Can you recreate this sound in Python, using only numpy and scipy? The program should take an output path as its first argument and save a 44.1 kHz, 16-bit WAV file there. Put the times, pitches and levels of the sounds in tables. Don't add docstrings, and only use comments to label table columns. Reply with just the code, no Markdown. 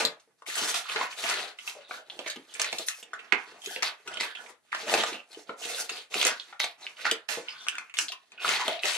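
import sys
import numpy as np
from scipy import signal
from scipy.fft import rfft, irfft
from scipy.io import wavfile

SR = 44100
rng = np.random.default_rng(int(sys.argv[2]) if len(sys.argv) > 2 else 0)


def wav_record(signal):
    frames = np.transpose(np.atleast_2d(signal))
    bounded = np.clip(frames, -1, 1)
    quanta = np.round(bounded * 32767).astype(np.int16)
    wavfile.write(sys.argv[1], SR, quanta)


N = 395572


def from_db(db):
    return 10 ** (np.asarray(db) / 20)


def unit_rms(x):
    return x / np.sqrt(np.mean(x ** 2) + 1e-20)


def unit_peak(x):
    return x / np.abs(x).max()


def at_hz(curve, hz):
    freqs_hz, values = np.array(curve).T
    return np.interp(np.log(hz), np.log(freqs_hz), values)


def drift(rate_hz):
    knots = rng.standard_normal(4000)
    return np.interp(np.arange(N) * rate_hz / SR, np.arange(len(knots)), knots) * np.sqrt(3 / 2)


def butter(x, hz, kind, order=2):
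    return signal.sosfilt(signal.butter(order, hz, kind, fs=SR, output="sos"), x)


def narrow(x, hz, width):
    return butter(x, [hz / (1 + width), min(hz * (1 + width), 0.45 * SR)], "band")


def ring(force, hz, t60_s):
    radius, angle = from_db(-60 / (t60_s * SR)), 2 * np.pi * hz / SR
    return signal.lfilter([0, np.sin(angle)], [1, -2 * radius * np.cos(angle), radius ** 2], force + 1e-18)


def facet(force, hz, cycles, width):
    return narrow(ring(force, hz, cycles / hz), hz, width)


def pan_gains(pan_db):
    return from_db([pan_db / 2, -pan_db / 2])


def placed(x, spot, pan_db, lag_per_spot_s=0.00007):
    lag = round(spot * lag_per_spot_s * SR)
    return pan_gains(pan_db)[:, None] * [np.roll(x, max(-lag, 0)), np.roll(x, max(lag, 0))]


# start_s, swell_s, hold_s, middle_db, large_re_middle_db, small_re_middle_db,
# lean_db_per_octave
SQUEEZES = [(-.1, 0.041, 0.04, -21.5, 1, -9, -4), (0.189, 0.0063, 0.028, -75, -10, 1, 4.5),
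            (0.269, .01, 0.045, -79.5, 4, -16.5, -7), (0.37, 0.018, .04, -75.5, -3, -5, -5),
            (0.455, 0.027, 0.098, -41.5, -22, -3.5, 3.5), (0.552, 0.024, 0.13, -35, -15, -2, 1.5),
            (0.74, 0.0045, 0.011, -36, -12, 0.5, 1), (0.836, 0.0052, .02, -48, -34, -8, 4),
            (0.879, 0.013, 0.032, -37.5, -19, -8.5, 0.5), (0.946, 0.0047, 0.079, -34.5, -9.5, -13.5, -2.5),
            (1.095, 0.017, 0.051, -54, -13, 0.5, 3.5), (1.152, 0.042, 0.11, -43, -15, -3, 4),
            (1.234, 0.0091, 0.16, -35, -9.5, -11.5, -2), (1.416, .015, 0.053, -50, -6, -10, 5),
            (1.564, 0.12, 0.019, -47.5, -12.5, 1, 1), (1.738, 0.017, 0.071, -56.5, -9, -15, -1),
            (1.877, 0.023, 0.07, -54.5, -3.5, -5, 4), (2.029, 0.12, 0.016, -56, 2.5, -4, 1),
            (2.19, .006, .05, -58.5, -10, -3, 3), (2.255, 0.011, 0.043, -44.5, -44, -6.5, 6.5),
            (2.36, .006, 0.073, -62.5, -9, -6, -0.5), (2.441, 0.11, 0.032, -53, -6.5, -3, 2),
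            (2.59, 0.0079, 0.062, -36, -14.5, -10, 3.5), (2.705, 0.019, 0.099, -52.5, -30, 1.5, 7.5),
            (2.859, 0.011, 0.027, -61, -25, 16, 6.5), (2.874, .006, 0.03, -53, -20.5, -1.5, 3),
            (2.954, 0.0074, 0.039, -60.5, -10.5, 6, 4.5), (3.04, .01, .07, -66.5, -4, -12, -2),
            (3.13, 0.005, 0.05, -57, 2, -12, -2), (3.188, .01, 0.095, -58, 0, -11, -4),
            (3.319, 0.0057, .03, -36.5, -13, -24, -9), (3.371, .01, .065, -53, -13, -10.5, -4),
            (3.452, 0.018, 0.11, -57.5, -2.5, -11, -3.5), (3.568, 0.11, 0.062, -51.5, -9.5, 2.5, 3.5),
            (3.76, .01, .045, -56, -4, -6, 0), (3.82, 0.006, 0.0098, -31, -16, -9, 0.5),
            (3.842, 0.0071, 0.04, -42, -12, -10, 2), (3.93, .03, .07, -66, -8, -5, 0.5),
            (4.034, 0.042, 0.092, -51, 1.5, -11, -5.5), (4.196, 0.006, 0.038, -36.5, -13, -10.5, 3),
            (4.339, 0.014, 0.14, -57, -1, -5.5, -3.5), (4.6, .11, .01, -67, -6, -4, -1.5),
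            (4.716, 0.0064, 0.13, -43.5, -8, -6.5, 0.5), (4.855, 0.048, 0.076, -33.5, 0, -5.5, 0),
            (4.937, 0.0054, 0.072, -37, -4.5, -8.5, -1), (5.016, .015, 0.055, -37, -9, -8, -2.5),
            (5.107, .008, 0.032, -48.5, 2, -7.5, 2.5), (5.254, 0.092, 0.053, -59, -4, -0.5, 2),
            (5.46, 0.019, 0.037, -57.5, 2.5, -12, 1), (5.561, 0.09, 0.016, -42.5, -10, 0, 3),
            (5.657, 0.044, 0.11, -44, -6.5, 4, 3), (5.883, 0.011, 0.089, -48, -13.5, -4.5, 4.5),
            (6.096, 0.08, 0.11, -36.5, -7.5, -4.5, 3.5), (6.253, .006, 0.035, -35.5, -18, -6.5, 2),
            (6.371, 0.028, 0.12, -56.5, -10, -7, -4), (6.593, 0.0046, 0.03, -41.5, -17, -3, 10),
            (6.768, 0.051, 0.082, -55, -5.5, -4.5, -3), (6.957, 0.043, 0.016, -45, -11, -8.5, 1.5),
            (7.04, 0.016, 0.044, -37.5, -10, -11.5, 0.5), (7.283, 0.011, 0.03, -35, -19, -2.5, 1.5),
            (7.385, 0.0098, 0.44, -56.5, -8.5, -7, -3.5), (7.942, 0.054, 0.025, -50.5, -0.5, 11.5, -4),
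            (8.068, 0.0091, 0.014, -60, 2, -12, 4.5), (8.17, .03, .11, -73, -6, -5, -0.5),
            (8.312, 0.017, 0.058, -61.5, -1.5, -20, -3), (8.391, 0.11, 0.041, -30.5, -10.5, -9.5, -0.5),
            (8.516, 0.025, 0.085, -37, -20, -16, -2.5), (8.627, 0.019, 0.083, -39.5, -12, -12.5, 4),
            (8.814, 0.042, .15, -33.5, -15, -4.5, 3.5)]

def squeezes(swell_db_per_decade=24, settle_db_per_s=254):
    t = np.arange(N) / SR
    coarse_t = t[::64]
    power, weighted_lean = 1e-20, 0
    for start_s, swell_s, hold_s, middle_db, large_db, small_db, lean in SQUEEZES:
        age_s, rise_s = coarse_t - start_s, max(swell_s, 0.005)
        swell_db = swell_db_per_decade * np.log10(np.maximum(age_s / rise_s, 1e-9))
        settle_db = settle_db_per_s * (rise_s + hold_s - age_s)
        envelope_db = np.clip(np.minimum(swell_db, settle_db), -200, 0)
        squeeze_power = from_db(middle_db + np.array([[0], [large_db], [small_db]]) + envelope_db) ** 2
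        power += squeeze_power
        weighted_lean += lean * squeeze_power[0]
    gains = [np.interp(t, coarse_t, np.sqrt(row)) for row in power]
    return gains, np.interp(t, coarse_t, weighted_lean / power[0])


# low_hz, high_hz, base_buckles_per_s, ring_cycles, tilt_db_per_octave
FACET_SIZES = [(952, 4290, 7000, 10, 3.5), (135.4, 742, 700, 4.7, 11.5), (5150, 10650, 11000, 6, -6.5)]

def rustle(force_spread_db=3.0, clump_db=3.5, flicker_db=3.8, spread_db=2.5, wander_db=2.5, pitches=14):
    out = np.zeros((2, N))
    clumping = from_db(clump_db * drift(rate_hz=60))
    gains, lean_db_per_octave = squeezes()
    for (low_hz, high_hz, buckles_per_s, cycles, tilt_db_per_octave), gain in zip(FACET_SIZES, gains):
        force = from_db(force_spread_db * np.minimum(rng.exponential(1, N), 3.6))
        force *= rng.choice([-1, 1], N)
        buckles = force * (rng.random(N) < buckles_per_s * clumping / SR)
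        owner = rng.integers(0, pitches, N)
        spots = rng.standard_normal(pitches)
        layer = np.zeros((2, N))
        for k, hz in enumerate(np.geomspace(low_hz, high_hz, pitches)):
            level_db = tilt_db_per_octave * np.log2(hz / low_hz)
            level_db += lean_db_per_octave * np.log2(hz / np.sqrt(low_hz * high_hz))
            level_db += flicker_db * drift(rate_hz=16)
            ringing = unit_rms(facet(buckles * (owner == k), hz, cycles, width=0.31))
            layer += from_db(level_db) * placed(ringing, spots[k], spread_db * spots[k])
        out += gain * unit_rms(layer)
    return out * pan_gains(wander_db * drift(rate_hz=6.2))


# freq_hz, relative_density_db
HUSH_SPECTRUM = [(18, -14), (30, 8.5), (114, 7.5), (369, 11), (1110, -7), (2070, 2), (2910, -2),
                 (10700, 0.5), (15500, -24.5)]

def hush(level_db=-77):
    hz = np.maximum(np.fft.rfftfreq(N, 1 / SR), 1)
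    spectrum = rfft(rng.standard_normal((2, N))) * from_db(at_hz(HUSH_SPECTRUM, hz))
    return from_db(level_db) * unit_rms(irfft(spectrum, N))


# start_s, peak_db, pitch_hz, neighbours_re_ring_db, tick_re_ring_db, pan_db
CREASES = [(0.0513, -7.5, 4250, -10, -19, 4.5), (0.198, -51.5, 3680, -17, -5, 1),
           (0.421, -40, 1170, -3.5, -22, 3), (0.4643, -32, 2360, -9, -25, 3),
           (0.499, -29, 2100, -21, -23, 3.5), (0.5539, -24, 1830, -13, -3, -6.5),
           (0.581, -23, 3300, -6, -9, 5.5), (0.585, -30, 1630, 3, -4, -7),
           (0.742, -19.5, 1350, -1.5, -5, -0.5), (0.745, -23, 1420, 2, -16, 5),
           (0.8558, -34, 1360, -17, -18, 2.5), (0.8886, -29, 2020, -11, -26, -5),
           (0.8964, -22, 2900, -12, -25, 1.5), (0.919, -31, 2500, -2, -29, -5),
           (0.9607, -19, 1590, 1, -26, 3.5), (0.9678, -24, 1550, 3, -26, -2),
           (1.012, -19, 1050, -2.5, -30, -0.5), (1.128, -35, 2320, -19, -29, -1),
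           (1.18, -35.5, 3550, -5, -14, 14), (1.2391, -25, 2750, -5, -25, 3),
           (1.265, -24, 2200, 1, -23, -7), (1.2905, -20, 2400, 7, -6.5, 3.5),
           (1.298, -18.5, 1940, 6, -10, 3), (1.34, -27, 2500, 0, -18, 2.5),
           (1.396, -30, 2980, -10, -27, -2), (1.5874, -29.5, 2840, -10, -39, -3),
           (1.6767, -22, 2940, -9, -32, -3), (1.697, -29, 4240, -10, -33, 0.5),
           (1.9098, -27.5, 1520, -6.5, -37, 2), (1.94, -38, 1620, -24, -24, -9.5),
           (2.0992, -29.5, 3300, -22, -46, 1.5), (2.191, -25.5, 3100, -11, -26, -4),
           (2.2633, -32.5, 2230, -24, -26, -1), (2.276, -27, 1620, -8, -5, -2),
           (2.2997, -23.5, 4300, -9, -12, 2), (2.36, -32, 3270, -8.5, -33, 0.5),
           (2.539, -35.5, 3390, -6, -5.5, 6), (2.551, -31.5, 2480, -17, -16, -3.5),
           (2.5975, -15.5, 2600, 0, -12, -1.5), (2.617, -11.5, 3570, 4.5, -8.5, 0.5),
           (2.645, -19, 2330, -1.5, -18, 1.5), (2.7282, -18.5, 2500, -4.5, -19, -3),
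           (2.785, -19.5, 3760, -9, -8, 2), (2.885, -16.5, 3080, 4, -7, 2),
           (3.028, -33, 3160, -8.5, -18, 0), (3.133, -25.5, 1430, -8.5, -21.5, 2),
           (3.1919, -33.5, 2550, -29, -29, -4), (3.323, -9.5, 2250, -20.5, -44.5, -10.5),
           (3.3249, -13, 1785, -3, -28, 0.5), (3.617, -47.5, 3300, -21, 3, -9),
           (3.66, -27, 3200, -32, -16, -4.5), (3.762, -22, 3050, -27, -35, -2),
           (3.8302, -12, 2580, 7, -20, 2.5), (3.8242, -16, 2130, -4, -36, 5),
           (4.0759, -27, 2770, -2, -13, 2), (4.138, -30, 3100, -14, -15, -3),
           (4.172, -23, 3020, -12, -26, -2.5), (4.209, -17.5, 2080, -1.5, -14, 1.5),
           (4.351, -31, 2780, -33, -29, -6), (4.462, -46, 2320, -11, -21, -16),
           (4.721, -31, 2010, -15, -28, -12), (4.729, -16.5, 1560, -20, -32, 4.5),
           (4.748, -20, 1580, -4, -26, -3), (4.88, -28, 1720, -10.5, -20, 0.5),
           (4.8965, -18.5, 1520, 9, -8, 5), (4.9396, -9, 2640, -2.5, -20, 0.5),
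           (4.9445, -17, 1960, 5, -20.5, 4.5), (4.975, -20, 2970, -10, -26, 6),
           (5.0361, -13.5, 1250, -0.5, -15, 1), (5.1297, -32, 2760, -10, -27, 1),
           (5.33, -38, 3230, 7, -17, 0), (5.4934, -28, 1300, -5, -38, 3), (5.62, -41, 3030, -23, -18, -2.5),
           (5.64, -25, 2850, 4, -23, -2), (5.651, -25.5, 3680, -9, -15, 0),
           (5.894, -22.5, 2780, -4.5, -24, -2), (5.897, -25, 2580, 1, -12, 0.5),
           (6.142, -18, 2760, -2.5, -12, -0.5), (6.2138, -14, 3360, -20, -18, 1.5),
           (6.2283, -12.5, 2460, 8.5, -22, 0.5), (6.2511, -9, 3020, 1.5, -22, -3),
           (6.2685, -8, 3170, 1, -15, -2), (6.277, -15.5, 2650, -4, -3.5, 1.5),
           (6.3984, -23, 3940, -34, -38, -1.5), (6.5268, -34.5, 1420, -3, -41, 2),
           (6.6014, -14, 2320, -2, -34, -0.5), (6.6418, -20.5, 2470, -20, -13, 0),
           (6.8434, -40.5, 3950, -35, -40, 2), (6.8667, -23, 2780, -40, -54, 1),
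           (6.969, -42, 2960, -17.5, -23, -1.5), (7.0465, -26.5, 2400, -15, -40, -2.5),
           (7.0536, -15.5, 1740, -7, -47, 0), (7.0569, -18.5, 2200, -15, -40, 0.5),
           (7.0658, -19, 1480, -2, -40, -1.5), (7.1129, -10.5, 3530, -4.5, -16.5, 1.5),
           (7.2885, -19.5, 2270, -6, -23, -5.5), (7.4844, -23.5, 2930, -44.5, -39, -3.5),
           (7.667, -28.5, 1410, -5, -21, 3), (7.6848, -11, 3150, -4, -53, -2),
           (7.753, -30, 2600, -6, -25, 3.5), (7.783, -23.5, 2300, -3.5, -34, 2),
           (7.897, -38.5, 2570, -11, -36, -2.5), (7.9402, -27, 2660, -3, -32, 3.5),
           (7.97, -22, 3320, -11, -34, -2.5), (7.9877, -8, 2960, -2.5, -12.5, -0.5),
           (8.0833, -21.5, 3900, -19, -26, 1), (8.0895, -24.5, 3780, -15, -22, 2),
           (8.1203, -23, 3190, -5.5, -37, 2), (8.319, -41, 2600, -2, -26, 3),
           (8.382, -54, 2650, -17, -23, -1), (8.4465, -20, 1420, -10, -34, 1.5),
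           (8.455, -21.5, 1360, -7, -34, 0), (8.4797, -16.5, 3080, -13, -30, 1.5),
           (8.4911, -12, 2520, -1, -23, 3.5), (8.6805, -12.5, 3500, -6.5, -36, 1.5),
           (8.7928, -26, 3650, -21, -34, -1.5), (8.8346, -14.5, 3070, -39, -35, -1),
           (8.855, -14, 2100, 0.5, -16, -3.5)]

def crease_snaps(cycles=7.5, width=0.55, tear_s=0.0011, gentle_below_db=-17, size=2600):
    out, click = np.zeros((2, N + size)), signal.unit_impulse(size)
    tear_age = np.arange(size) / SR / tear_s
    draws = rng.standard_normal((len(CREASES), 16))
    for (start_s, peak_db, pitch_hz, neighbours_db, tick_db, pan_db), draw in zip(CREASES, draws):
        detunes, slip_signs, slip_times = np.split(draw, [4, 10])
        tearing = tear_age * np.exp(-tear_age) * rng.standard_normal(size)
        tick = from_db(tick_db) * unit_peak(butter(tearing, [5000, 8800], "band", order=3))
        ringing = facet(click, pitch_hz, cycles, width)
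        for ratio, detune in zip((0.63, 1.35, 1.8, 2.4), detunes):
            neighbour_hz = pitch_hz * ratio * (1 + 0.08 * detune)
            size_db = -7.5 if ratio < 1 else -2 * np.log2(ratio)
            ringing += from_db(neighbours_db + size_db) * facet(click, neighbour_hz, cycles, width)
        gentleness = np.clip((gentle_below_db - peak_db) / 12, 0, 1)
        delays_s = np.abs(slip_times) * (0.0012 + 0.003 * gentleness)
        slips = np.bincount((delays_s * SR).astype(int), np.sign(slip_signs)) * (0.25 + 0.3 * gentleness)
        slips[0] = 1
        snap = unit_peak(np.convolve(ringing + tick, slips)[:size])
        at = round(start_s * SR)
        out[:, at:at + size] += from_db(peak_db) * placed(snap, spot=0.52 * pan_db, pan_db=pan_db)
    return out[:, :N]


# pitch_ratio, gain_db, t60_ratio
WAD_MODES = [(0.581, -15.5, 0.37), (0.778, -7.5, 0.89), (1.008, 7.5, 0.57), (1.3, -3, .4),
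             (1.7, -5.5, 0.27)]
# start_s, peak_db, pitch_hz, t60_s
FOLDS = [(0.275, -60, 440, 0.064), (0.484, -44, 510, 0.035), (0.621, -33.5, 357, 0.013),
         (0.901, -47, 540, 0.071), (0.957, -35.5, 433, 0.11), (1.176, -54, 630, 0.054),
         (1.235, -36, 660, 0.097), (1.289, -44, 624, 0.076), (1.752, -44, 592, 0.12),
         (1.909, -43, 730, 0.046), (2.192, -33, 580, 0.041), (2.262, -37, 600, 0.042),
         (2.36, -39.5, 362, 0.017), (2.598, -39, 584, 0.058), (2.727, -31, 566, 0.016),
         (2.795, -34.5, 570, 0.017), (3.027, -51, 500, 0.042), (3.133, -54, 790, 0.11),
         (3.328, -27.5, 526, 0.06), (3.671, -39.5, 404, 0.098), (3.763, -36.5, 510, 0.096),
         (3.824, -34.5, 694, 0.076), (4.171, -43, 620, 0.047), (4.208, -39.5, 550, 0.041),
         (4.724, -58, 724, 0.06), (4.829, -39, 438, 0.088), (4.868, -33, 600, 0.1),
         (4.939, -20.5, 760, 0.022), (5.371, -38.5, 415, 0.04), (5.492, -34.5, 554, 0.055),
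         (5.654, -39, 470, 0.19), (5.727, -56, 536, 0.065), (5.914, -42, 437, 0.03),
         (6.156, -31.5, 457, 0.025), (6.253, -28.5, 492, 0.099), (6.604, -37.5, 786, 0.066),
         (6.641, -29, 775, 0.014), (7.063, -48, 620, 0.06), (7.118, -27.5, 467, 0.048),
         (7.315, -39.5, 592, 0.06), (7.373, -29.5, 498, 0.073), (8.447, -50, 790, 0.06),
         (8.477, -36, 630, 0.16), (8.68, -21.5, 650, 0.042), (8.841, -29, 612, 0.083)]

def wad_knocks(push_s=0.0004, shudder_s=0.015, shudder_db=4, size=4000):
    out, t = np.zeros(N + size), np.arange(size) / SR
    push = t * np.exp(-t / push_s)
    for start_s, peak_db, pitch_hz, t60_s in FOLDS:
        shudder = from_db(shudder_db) * push.max() * rng.standard_normal(size) * np.exp(-t / shudder_s)
        hollow = sum(from_db(gain_db) * ring(push + shudder, pitch_ratio * pitch_hz, t60_ratio * t60_s)
                     for pitch_ratio, gain_db, t60_ratio in WAD_MODES)
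        radiated = butter(hollow, 0.73 * pitch_hz, "high")
        at = round(start_s * SR)
        out[at:at + size] += from_db(peak_db) * unit_peak(radiated)
    return out[:N]


# start_s, length_s, level_db, pitch_hz
RINGING_TONES = [(1.655, 0.052, -55, 1200), (1.755, 0.053, -51, 584), (1.79, .04, -63, 2900),
                 (1.84, 0.078, -57.5, 3800), (1.915, 0.07, -51, 1460), (1.97, 0.062, -55.5, 610),
                 (2.11, .05, -58, 3400), (2.2, .05, -57.5, 2700), (2.2, 0.035, -58, 633),
                 (2.27, 0.055, -57, 580), (2.275, 0.034, -45, 1710), (2.49, 0.062, -61.5, 3100),
                 (2.89, 0.017, -46.5, 1290), (2.89, 0.058, -45.5, 2700), (3.615, 0.18, -50, 3190),
                 (3.645, 0.087, -60, 3960), (3.68, 0.13, -51, 1630), (3.7, 0.058, -58, 7400),
                 (3.77, 0.028, -51, 3140), (4.065, 0.13, -48.5, 1400), (4.125, 0.076, -48, 3130),
                 (4.25, 0.086, -48, 1650), (4.355, 0.037, -48, 3100), (4.37, 0.036, -46.5, 1520),
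                 (4.435, 0.035, -62, 3350), (4.465, 0.027, -65, 2350), (4.475, 0.05, -63, 492),
                 (5.129, 0.077, -47, 2800), (5.345, 0.014, -50.5, 2920), (5.62, 0.03, -42, 2960),
                 (5.7, 0.052, -42.5, 540), (5.77, 0.018, -46, 2580), (5.78, 0.034, -44, 1490),
                 (5.92, 0.072, -47.5, 4640), (6.14, 0.028, -38, 2740), (6.28, 0.061, -39, 1540),
                 (6.82, .06, -53.5, 4100), (6.87, 0.032, -69, 2630), (6.98, 0.033, -55.5, 563),
                 (7.06, 0.058, -38.5, 1460), (7.46, 0.62, -59, 1480), (7.487, 0.062, -51, 2830),
                 (7.487, 0.042, -48, 4900), (7.555, 0.22, -57, 3430), (7.58, 0.09, -59, 4500),
                 (7.6, 0.085, -58, 5760), (7.72, .08, -48, 1520), (8.09, 0.047, -48.5, 3870),
                 (8.125, 0.03, -51, 1060), (8.381, 0.067, -52.5, 1490), (8.37, 0.14, -44.5, 2600),
                 (8.7, 0.086, -42, 647)]

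def ringing_tones(pulses_per_s=900, fade_db=5.5, edge_s=0.0031, spread_db=2.6, size=12000):
    out, t = np.zeros((2, N + size)), np.arange(size) / SR
    for start_s, length_s, level_db, pitch_hz in RINGING_TONES:
        fires = rng.random(size) < pulses_per_s / SR
        pulses = fires * rng.standard_normal(size)
        tone = unit_rms(narrow(pulses + 1e-18, pitch_hz, width=0.077))
        gate = np.clip(np.minimum(t, length_s + edge_s - t) / edge_s, 0, 1)
        envelope = gate * from_db(level_db - fade_db * t / length_s)
        spot = rng.standard_normal()
        at = round(start_s * SR)
        out[:, at:at + size] += placed(envelope * tone, spot, spread_db * spot)
    return out[:, :N]


# delay_s, gain_db
EARLY_ECHOES = [(.0028, -21), (.0055, -33), (.0085, -26.5), (.0125, -19.5)]
# freq_hz, t60_s
ROOM_DECAY = [(200, 0.15), (530, 0.23), (1390, 0.28), (3680, 0.16), (9700, 0.11)]
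# freq_hz, correlation
ROOM_CORRELATION = [(100, 0.74), (300, 0.96), (700, 0.69), (1500, 0.34), (3000, 0.21), (8000, 0.16)]

def room_response(length_s=0.49, tail_db=-2, build_s=0.00079):
    size = int(length_s * SR)
    t, tail = np.arange(size) / SR, np.zeros((2, size))
    edges_hz = 60 * 2 ** np.arange(0, 8.6, 0.5)
    for low_hz, high_hz in zip(edges_hz, edges_hz[1:]):
        hz = np.sqrt(low_hz * high_hz)
        mid, side = butter(rng.standard_normal((2, size)), [low_hz, high_hz], "band")
        correlation = at_hz(ROOM_CORRELATION, hz)
        band = np.sqrt(1 + correlation) * mid + np.sqrt(1 - correlation) * side * [[1], [-1]]
        tail += from_db(-60 * t / at_hz(ROOM_DECAY, hz)) * band
    tail *= 1 - np.exp(-t / build_s)
    out = from_db(tail_db) * tail / np.sqrt(np.sum(tail ** 2) / 2)
    out[:, 0] += 1
    for k, (delay_s, gain_db) in enumerate(EARLY_ECHOES):
        near_port, at = k % 2, round(delay_s * SR)
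        out[near_port, at] += from_db(gain_db)
        out[1 - near_port, at + 5] += from_db(gain_db)
    return out


def scene(places=3, move_s=0.804):
    paper = rustle() + ringing_tones() + crease_snaps() + wad_knocks()
    position = np.arange(N) / SR / move_s % places
    out = np.zeros((2, N))
    for place in range(places):
        distance = np.minimum(abs(position - place), places - abs(position - place))
        crossfade = np.cos(np.pi / 2 * np.minimum(distance, 1))
        out += signal.fftconvolve(crossfade * paper, room_response(), axes=1)[:, :N]
    return out + hush()


# freq_hz, left_re_right_db
PORT_BALANCE = [(200, 0.5), (800, 0.9), (2500, -2.5), (5000, -0.5), (9000, 1.5), (14000, 5)]

def record(dry, bass_cut_hz=87, stopband_hz=16615.5):
    hz = np.maximum(np.fft.rfftfreq(N, 1 / SR), 1)
    coloured = irfft(rfft(dry) * pan_gains(at_hz(PORT_BALANCE, hz)), N)
    thinned = butter(coloured, bass_cut_hz, "high")
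    return signal.sosfilt(signal.cheby2(12, 70, stopband_hz, fs=SR, output="sos"), thinned)


dry = scene()
out = record(dry)
wav_record(out)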